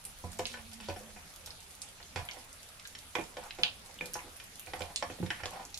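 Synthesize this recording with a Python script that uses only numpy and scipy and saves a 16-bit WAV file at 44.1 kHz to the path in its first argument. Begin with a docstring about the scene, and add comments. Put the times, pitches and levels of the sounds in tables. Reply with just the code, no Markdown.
"""Fish frying in a pan

Pieces of fish fry gently on a glass hob in a small kitchen. Bursting bubbles make the oil fizz and
crackle, and now and then a steam pocket spits. Plastic-tipped tongs knock and drag as they turn the
pieces, exciting the pan's modes, rocking it and making the sizzle flare; their steel arms ping.
Under it lie a low room rumble and, early on, a faint hum that sinks in pitch."""
import sys
import numpy as np
from scipy import signal
from scipy.io import wavfile

SR = 44100
rng = np.random.default_rng(int(sys.argv[2]) if len(sys.argv) > 2 else 0)


def inscribe(sig):
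    """Save sig as 16-bit PCM at rate SR to the path in sys.argv[1].

    A 1-D sig is mono; a 2-D sig holds one channel per row.
    Samples are clipped to [-1, 1] before scaling.
    """
    pcm = np.round(np.clip(np.atleast_2d(sig).T, -1, 1) * 32767)
    wavfile.write(sys.argv[1], SR, pcm.astype(np.int16))


N = 255735


def from_db(db):
    """Amplitude ratio: tenfold for every 20 dB."""
    return 10 ** (np.asarray(db) / 20)


def rms_one(x):
    """Normalisation to unit rms."""
    return x / np.sqrt(np.mean(x ** 2) + 1e-20)


def at_level(x, db, span_s):
    """Equal energy: a transient gets the energy of this rms level held for the span."""
    return from_db(db) * x / np.sqrt(np.sum(x ** 2) / (span_s * SR))


def at_hz(points, hz):
    """Interpolation on a log-frequency axis."""
    frequencies, values = np.transpose(points)
    return np.interp(np.log(hz), np.log(frequencies), values)


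def band(x, low_hz, high_hz, order=2):
    """Causal Butterworth band-pass."""
    high_hz = min(max(high_hz, low_hz * 1.05), .47 * SR)
    sections = signal.butter(order, [low_hz, high_hz], "band", fs=SR, output="sos")
    return signal.sosfilt(sections, x + 1e-18)


def panned(db):
    """Interaural level difference: two gains, the left higher by db."""
    return from_db([[db / 2], [-db / 2]])


def add(out, s, sound):
    """Superposition of a sound starting at s seconds."""
    i = int(np.clip(s * SR, 0, N - 1))
    out[..., i:i + sound.shape[-1]] += sound[..., :N - i]


def drift(per_s, size=N):
    """Random modulation of unit rms: straight lines between random values."""
    knots = rng.standard_normal(4096)
    return rms_one(np.interp(np.arange(size) / SR * per_s, np.arange(len(knots)), knots))


def contact(rattle_db, decay_s, size):
    """Impact force: a unit impulse and a decaying rattle, with energy relative to the impulse's."""
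    rattle = rng.standard_normal(size) * np.exp(-np.arange(size) / SR / max(decay_s, 2e-4))
    force = from_db(rattle_db) * rattle / np.linalg.norm(rattle)
    force[0] += 1
    return force


# Likeness of the two ears' signals: (frequency [Hz], correlation [0-1])
COHERENCE = [(30, 0.9), (120, 0.85), (500, 0.63), (1000, 0.1), (2500, 0.029), (5000, 0), (14000, 0)]
# Balance between the ears: (frequency [Hz], left over right [dB])
BALANCE = [(30, -3.5), (120, -1.5), (500, -5.5), (1000, 0), (4000, -0.5), (8000, -4), (13000, 4)]


def stereo_noise(spectrum, flicker_db, size=N):
    """Interaural coherence: flickering third-octave bands, alike in the bass, unrelated in the treble."""
    out, edges = 0, 18 * 2 ** (np.arange(31) / 3)
    white = rng.standard_normal((2, 2, size + 8192))
    for k, (low, high) in enumerate(zip(edges, edges[1:])):
        hz = np.sqrt(low * high)
        if not spectrum[0][0] <= hz <= spectrum[-1][0]:
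            continue
        mid, side = band(white[k % 2], low, high)[:, -size:]
        alike = at_hz(COHERENCE, hz)
        level_db = at_hz(spectrum, hz) + flicker_db * drift(30)[:size]
        gain = from_db(level_db) * panned(at_hz(BALANCE, hz))
        out = out + gain * (np.sqrt(1 + alike) * mid + np.sqrt(1 - alike) * side * [[1], [-1]])
    return rms_one(out)


def stirring(release_s, attack_s=0.0071, full_db=-41):
    """Relaxation: each knock raises the pan's agitation (0-1), which settles exponentially."""
    t, out = np.arange(N) / SR, np.zeros(N)
    for s, body_db, *_ in TONG_KNOCKS:
        strength = min(from_db(body_db - full_db), 1)
        rise = np.clip((t - s) / attack_s, 0, 1)
        fall = np.exp(-np.maximum(t - s, 0) / release_s)
        out = np.maximum(out, strength * rise * fall)
    return out


# Spectrum of the room's rumble: (frequency [Hz], relative spectral density [dB])
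RUMBLE_SPECTRUM = [(11, -30), (18, 5.5), (37, -4.5), (87, -1), (124, -8.5), (142, -6.5), (227, -7.5),
                   (324, -15), (549, -10), (675, -12.5), (741, -8.5), (1330, -20), (2080, -19.5),
                   (3520, -62)]


def rumble(rest_db=-60, swell_db=8):
    """Ambient noise: a low rumble that swells after each knock."""
    level_db = rest_db + swell_db * stirring(release_s=0.12)
    return from_db(level_db) * stereo_noise(RUMBLE_SPECTRUM, flicker_db=3.0)


# Low rumble and the deep thump of a knock on the pan: (time [s], level before gain [dB])
RUMBLE_AND_THUMP = [(0.0, -58), (0.34, -54), (2.15, -61.5), (2.2, -38), (2.31, -68), (4.65, -61),
                    (4.73, -56.5), (5.8, -57)]


def rumble_and_thump(gain_db=-5.5):
    """Amplitude-shaped noise: low rumble, with the deep thump of a knock on the pan at 2.2 s."""
    level_db = np.interp(np.arange(N) / SR, *np.transpose(RUMBLE_AND_THUMP)) + gain_db
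    noise = band(stereo_noise(RUMBLE_SPECTRUM, flicker_db=5.0), 24.2, 112)
    return from_db(level_db) * rms_one(noise)


SIZZLE_BAND_HZ = 304, 14400
# Spectrum of frying oil: (frequency [Hz], relative spectral density [dB])
OIL_SPECTRUM = [(530, -9), (900, -11.5), (1250, -4), (1700, -8), (2400, -4.5), (4010, -6.5), (5160, -9),
                (5820, -6.5), (8300, -13), (11000, -5), (14200, -23), (16000, -50)]


def fizz():
    """Band-limited noise: the steady frying is a flickering hiss."""
    return band(stereo_noise(OIL_SPECTRUM, flicker_db=2.26), *SIZZLE_BAND_HZ, order=4)


def crackle(per_s=470, spread_db=3.5, width=2.4):
    """Shot noise: small bubbles burst all over the pan in ten pitch bands, most faint, a few loud."""
    out = np.zeros((2, N))
    pitches = np.geomspace(2600, 12000, num=10)
    for hz in pitches:
        sizes = from_db(spread_db * np.minimum(rng.exponential(1, N), 4)) * rng.choice([-1, 1], N)
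        bursts = sizes * (rng.random(N) < per_s / len(pitches) / SR)
        left = band(bursts, hz / width, hz * width) * from_db(at_hz(OIL_SPECTRUM, hz))
        right = np.roll(left, rng.integers(-10, 11))
        out += np.array([left, right]) * panned(at_hz(BALANCE, hz))
    return band(rms_one(out), *SIZZLE_BAND_HZ, order=4)


def faint_spits(per_s=8.9, db=-57, hz=6100, octaves=2.4, spray_s=0.0019):
    """Random point process: small pops scattered in time, level and pitch, as rows like STEAM_POPS."""
    count = int(per_s * N / SR)
    times = rng.uniform(0, N / SR, count)
    scatter = np.clip(rng.standard_normal((count, 2)), -2, 2)
    return [(s, db + 2.5 * louder, hz * 2 ** (0.28 * higher), octaves, spray_s)
            for s, (louder, higher) in zip(times, scatter)]


# Oil spitting and wet fish snapping:
# (time [s], ring level [dB], pitch [Hz], bandwidth [octaves], spray decay time [s])
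STEAM_POPS = [(0.0519, -41, 9600, 0.66, 0.0078), (0.332, -52.5, 7050, 5.2, 0.0011),
              (0.3892, -45, 5300, 2.7, 0.00067), (0.4552, -37.5, 3720, 1.46, 0.0019),
              (0.468, -44, 4300, 2.6, 0.004), (1.461, -46.5, 6100, 2.5, 0.0041),
              (1.506, -48, 4380, 0.75, 0.0013), (1.8184, -42.5, 6060, 1.8, 0.0099),
              (2.028, -54.5, 3500, 1.5, 0.00037), (2.2524, -51, 9400, 1.1, 0.00078),
              (2.288, -40, 2310, 1.1, 0.0014), (2.312, -46.5, 3420, 1.9, .005),
              (2.388, -57, 9300, 0.62, 0.0016), (2.529, -52.5, 7300, 1.6, .002),
              (2.853, -48.5, 2580, 1.7, 0.0044), (2.8745, -49, 7850, 1.8, 0.00016),
              (2.989, -51.5, 5270, 2.8, 0.0012), (3.239, -55, 5500, 1.1, .001),
              (3.508, -44, 2700, 1.8, 0.0018), (3.6344, -23.5, 3390, 1, 0.0003),
              (3.989, -49, 3120, 0.56, 0.0033), (4.058, -45.5, 5670, 2.7, 0.007),
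              (4.1362, -41, 9100, 1, 0.00055), (4.141, -39, 5600, 0.48, 0.0039),
              (4.191, -47.5, 2320, 0.81, 0.001), (4.366, -49.5, 10500, 0.64, .002),
              (4.440, -51, 9400, 1, 0.00034), (4.5958, -44, 9000, 1.3, .0002),
              (4.794, -52, 6140, 1.1, .001), (4.820, -44, 3640, 1.2, 0.0036),
              (4.9602, -34, 4340, 2.1, 0.00061), (4.974, -42, 3930, 0.72, 0.0076),
              (5.3045, -37, 2230, 1.05, 0.0014), (5.4573, -41, 3360, 2.6, 0.00049),
              (5.652, -49.5, 6900, 1.7, 0.00077), (5.744, -43, 4170, 1.63, 0.0013),
              (5.776, -43.5, 8200, 3.7, 0.00044)]


def pops(crack_db=-4.0, side_db=-2):
    """Cavity resonance: a steam pocket snaps open and sprays; the larger it is, the lower it rings."""
    out = np.zeros((2, N))
    for s, db, hz, octaves, spray_s in list(STEAM_POPS) + faint_spits():
        low_hz, high_hz = hz * 2 ** (-octaves / 2), hz * 2 ** (octaves / 2)
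        force = contact(rattle_db=-1, decay_s=spray_s, size=2048)
        ring = at_level(band(force, low_hz, high_hz, order=4), db, span_s=0.0084)
        crack = band(force, 2200, min(15000, 1.09 * high_hz))
        snap = ring + at_level(crack, db + crack_db, span_s=0.0044)
        lag_s = rng.uniform(-.00012, 0.00014)   # it reaches the ears a moment apart
        for ear, gain, delay in zip(out, panned(side_db), (lag_s, -lag_s)):
            add(ear, s + delay, gain * snap)
    return out


def hum(start_s=0.23, length_s=0.976, start_hz=232, sag_hz_per_s2=25.3, db=-59.5):
    """Frequency and amplitude modulation: a faint tone wavers and sinks ever faster."""
    out, size = np.zeros(N), int(length_s * SR)
    hz = start_hz - sag_hz_per_s2 * (np.arange(N) / SR) ** 2
    phase = 2 * np.pi * np.cumsum(hz * (1 + 0.013 * drift(37.4))) / SR
    tone = (1 + 0.5 * drift(23.44)) * np.sin(phase) + 0.88 * drift(30.6) * np.cos(phase)
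    add(out, start_s, from_db(db) * tone[:size] * signal.windows.tukey(size, 0.097))
    return out


# Shoves that bump the pan on the hob: (time [s], level before filtering [dB], pitch [Hz])
SHOVES = [(0.239, -34, 86), (0.393, -42.5, 101), (0.886, -36.5, 89), (2.157, -34, 83.6), (2.165, -42, 161),
          (3.187, -33.5, 353), (3.217, -47, 165), (3.619, -44, 145), (4.012, -45.5, 180), (4.805, -38, 80),
          (5.202, -29.5, 170), (5.228, -31.5, 109), (5.23, -31.5, 195), (5.427, -38, 84.4)]
# The pan rocking on the hob: (frequency [Hz], level relative to a knock's body [dB], T60 [s])
ROCKING_MODES = [(107, -23, 0.33), (165, -21.5, 0.15), (307, -11.5, 0.11)]


def bumps(wobble=0.13, shove_cycles=12):
    """Damped oscillation: the whole pan bounces unevenly, hard after a shove, lightly after a knock."""
    out, t = np.zeros(N), np.arange(SR // 3) / SR
    shoves = [(s, db, hz, shove_cycles / hz) for s, db, hz in SHOVES]
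    rocking = [(s, db + mode_db, hz, t60)
               for s, db, *_ in TONG_KNOCKS for hz, mode_db, t60 in ROCKING_MODES]
    for s, db, hz, t60 in shoves + rocking:
        phase = 2 * np.pi * hz * np.cumsum(1 + wobble * drift(115, size=len(t))) / SR
        bounce = np.sin(phase) * from_db(-60 * t / t60)
        add(out, s, at_level(bounce, db, span_s=0.0042))
    return band(out, 94, 580)


# Resonances of the pan: (frequency [Hz], gain [dB], T60 [s])
PAN_MODES = [(175.6, -18, 0.6), (260, -10, 0.082), (326, 1.5, 0.039), (425, -3.5, 0.079),
             (501, -1.5, 0.085), (563, -8.5, 0.15), (726, 3.5, 0.08), (855, -4.5, 0.043), (925, -5.5, 0.07),
             (1003, -8, 0.096), (1091, -1, 0.041), (1367, -8, 0.021), (1470, -5, 0.028), (1776, 4.5, 0.016),
             (2140, 12.5, 0.0069), (2460, 6, 0.018), (3060, 13, 0.0044), (3580, -18, 0.016),
             (4550, 8, 0.0083), (5500, 7, 0.017)]


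def pan_body(force, vary_db, direct_gain, detune=0.012):
    """Modal superposition: the pan's damped resonances add to the sound of the contact itself."""
    out = direct_gain * force
    for hz, db, t60 in PAN_MODES:
        radius = from_db(-60 / (t60 * SR))
        angle = 2 * np.pi * hz / SR * (1 + detune * rng.standard_normal())   # pressing tongs shift it
        gain = from_db(db + vary_db * rng.standard_normal())   # depends on the spot touched
        feedback = [1, -2 * radius * np.cos(angle), radius ** 2]
        out = out + gain * signal.lfilter([.5, 0, -.5], feedback, force + 1e-18)
    return out


# Tongs and fish meeting the pan: (time [s], body level [dB], clack level [dB], tick level [dB],
# pitch favoured by the spot [Hz], chatter decay time [s], left over right [dB])
TONG_KNOCKS = [(0.240, -39, -74, -60, 202, 0.0047, -2), (0.393, -30.5, -35.5, -34, 650, 0.0056, 1),
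               (0.541, -50, -39, -47, 1520, 0.0074, 1), (0.573, -53.5, -46, -53, 1180, 0.021, -5),
               (0.72, -61, -51, -48, 2730, 0.01, -3), (0.802, -53, -45, -41.5, 2700, 0.029, 1),
               (0.886, -33.5, -44.5, -37.5, 574, 0.012, -2), (0.899, -48, -40.5, -46, 630, 0.009, 1),
               (0.962, -43, -46.5, -50, 930, 0.0056, 1.5), (1.163, -49, -48, -62, 815, 0.016, 0),
               (1.473, -57, -49, -43, 910, 0.013, -1), (2.002, -54.5, -52, -69, 2000, 0.0046, -2),
               (2.160, -38, -32, -33.5, 910, 0.02, -5), (2.192, -45.5, -61, -46, 1060, 0.0097, 2),
               (2.369, -52.5, -54, -69, 796, 0.0017, -12), (2.951, -64, -43, -39, 1940, 0.0064, -1),
               (3.153, -38, -29.5, -34, 1040, 0.0022, -8), (3.161, -36, -42, -56, 685, 0.008, 5),
               (3.185, -40, -45, -60, 880, 0.009, -17.5), (3.197, -44, -59, -60, 890, 0.0046, 0),
               (3.209, -50, -48, -55, 790, 0.008, 8), (3.369, -41, -41, -41.5, 1050, 0.0043, 0),
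               (3.383, -45.5, -54, -65, 840, 0.0086, -9), (3.587, -40, -43.5, -46, 720, 0.03, -5.5),
               (3.635, -53.5, -40, -50, 1290, 0.0047, 7), (3.893, -56, -61, -73, 1210, 0.014, -10),
               (4.009, -41.5, -42, -58, 513, 0.033, 6), (4.155, -38.5, -41.5, -57, 1200, 0.0072, -0.5),
               (4.4, -70, -43.5, -43, 2420, 0.00097, -2), (4.671, -48, -46.5, -63, 810, 0.021, -4),
               (4.735, -39, -35, -40, 890, 0.0021, -2.5), (4.807, -38, -41, -50, 850, 0.008, -8),
               (5.025, -31.5, -32.5, -34, 1110, 0.0025, -2.5), (5.1, -39.5, -43, -70, 596, 0.0047, -3),
               (5.187, -52.5, -60, -80, 655, 0.0073, -17), (5.228, -32.5, -50, -69, 550, 0.0038, -5),
               (5.263, -50, -44, -41.5, 507, 0.0017, -5), (5.304, -42.5, -33.5, -34.5, 1550, 0.0033, -4),
               (5.311, -60, -33.5, -49, 1910, 0.0025, 5), (5.402, -51.5, -47, -54, 1410, 0.005, -9),
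               (5.435, -42, -35.5, -42, 850, 0.0015, -5), (5.457, -39.5, -57, -46, 1120, .003, 0)]
# Bands of body, clack and tick: (lower edge [Hz], upper edge [Hz], gain added to the level [dB])
KNOCK_BANDS = [(185, 1090, -4), (1467, 3140, -8.5), (3230, 8700, -11.5)]


def knocks(spot_gain=0.8, spot_width=1.06):
    """Impact excitation of the pan: soft fish gives a dull knock, the bare tip a clack and a tick."""
    out = np.zeros((2, N))
    for s, *levels_db, spot_hz, chatter_s, side_db in TONG_KNOCKS:
        force = contact(rattle_db=-1.5, decay_s=chatter_s, size=SR // 4)
        # a soft contact lacks treble, a hard one bass
        force = band(force, spot_hz / 2.33, spot_hz * 0.99, order=1)
        force = force + spot_gain * band(force, spot_hz / spot_width, spot_hz * spot_width, order=1)
        ringing = pan_body(force, vary_db=4.5, direct_gain=38.0)
        for db, (low_hz, high_hz, gain_db) in zip(levels_db, KNOCK_BANDS):
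            part = band(ringing, low_hz, high_hz, order=3)
            add(out, s, panned(side_db) * at_level(part, db + gain_db, span_s=0.013))
    return out


# Tongs dragging over the pan: (start [s], duration [s], level [dB], rasp centre [Hz])
TONG_DRAGS = [(0.461, 0.11, -55, 3920), (0.803, 0.14, -58.5, 3560), (0.935, 0.2, -61.5, 517),
              (2.167, 0.072, -54, 1160), (2.207, 0.22, -60, 816), (3.403, 0.092, -52.5, 930),
              (3.624, 0.081, -55.5, 716), (4.026, 0.15, -63.5, 402), (4.18, .11, -62.5, 910),
              (4.232, 0.07, -57, 280), (4.733, 0.22, -54.5, 786), (5.317, 0.13, -56.5, 1900),
              (5.487, .18, -50, 800)]


def drags(slips_per_s=900, width=1.21):
    """Stick-slip friction: tiny slips of the tip excite the pan in a swelling stroke."""
    out = np.zeros(N)
    for s, length_s, db, hz in TONG_DRAGS:
        size = int(length_s * SR)
        slips = rng.standard_normal(SR) * (rng.random(SR) < slips_per_s / SR)
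        ringing = pan_body(slips[:size], vary_db=1.5, direct_gain=240.0)
        rasp = band(ringing, hz / width, hz * width, order=1)
        add(out, s, from_db(db) * rms_one(rasp) * signal.windows.tukey(size, .6))
    return out


# Pings of the tongs' arms: (time [s], level [dB])
ARM_PINGS = [(3.1543, -31.5), (3.21, -44), (4.0105, -32), (4.671, -49), (4.820, -40.5)]
# Resonances of the arms: (frequency [Hz], relative level [dB], T60 [s])
ARM_MODES = [(2400, 15, 0.046), (2340, -3.5, 0.012), (3580, -0.5, 0.03)]


def pings():
    """Free vibration: the steel arms of the tongs ring briefly, damped by the hand."""
    out, t = np.zeros(N), np.arange(SR // 10) / SR
    ring = sum(from_db(db - 60 * t / t60) * np.sin(2 * np.pi * hz * t) for hz, db, t60 in ARM_MODES)
    for s, db in ARM_PINGS:
        add(out, s, at_level(ring, db, span_s=0.0053))
    return out


# Colour of the kitchen's reflections: (frequency [Hz], relative spectral density [dB])
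ECHO_SPECTRUM = [(40, 1), (500, -1.5), (1500, 3.5), (4000, 0.5), (10000, 2.5), (16000, 4)]


def kitchen(x, near_db, room_db, near_t60_s=0.023, room_t60_s=0.22):
    """Reverberation: early reflections from pan wall, hob and splashback, then the room's short tail."""
    size = SR // 2
    t, response = np.arange(size) / SR, 0
    for db, t60, start_s in ((near_db, near_t60_s, .002), (room_db, room_t60_s, .005)):
        noise = stereo_noise(ECHO_SPECTRUM, flicker_db=-0.58, size=size)
        echoes = noise * from_db(-60 * t / t60) * (t > start_s)
        response = response + from_db(db) * rms_one(echoes) / np.sqrt(size)
    return x + signal.fftconvolve(x, response, axes=1)[:, :N]


def scene(rise_db_per_s=0.05, flare_db=4.5):
    """Superposition: tongs, spits and sizzle in the kitchen, over the rumble and the hum."""
    sizzle_db = -57 + rise_db_per_s * np.arange(N) / SR   # grows as the pan comes nearer
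    sizzle_db += flare_db * stirring(release_s=0.053)   # moved fish meets hot oil
    pan = knocks() + drags() * panned(-1.0) + bumps() * panned(-3.8)
    pan = kitchen(pan, near_db=-1.0, room_db=-2.0)
    steel = kitchen(pings() * panned(-4.5), near_db=-26.0, room_db=-8.0)
    bubbles = from_db(sizzle_db - 6.5) * crackle()
    oil = kitchen(pops() + bubbles, near_db=-6.0, room_db=-4.0)
    hiss = from_db(sizzle_db + 1.8) * fizz()
    return pan + steel + oil + hiss + rumble() + rumble_and_thump() + hum() * panned(-7.5)


def record(dry, rolloff_hz=12500, cutoff_hz=16200):
    """Low-pass filtering: the microphone softens the highest treble, and the top is cut steeply."""
    dull = signal.sosfilt(signal.butter(2, rolloff_hz, fs=SR, output="sos"), dry)
    steep_cut = signal.firwin(161, cutoff_hz, window="blackman", fs=SR)
    return signal.fftconvolve(dull, steep_cut[None], mode="same", axes=1)


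dry = scene()
out = record(dry)
inscribe(out)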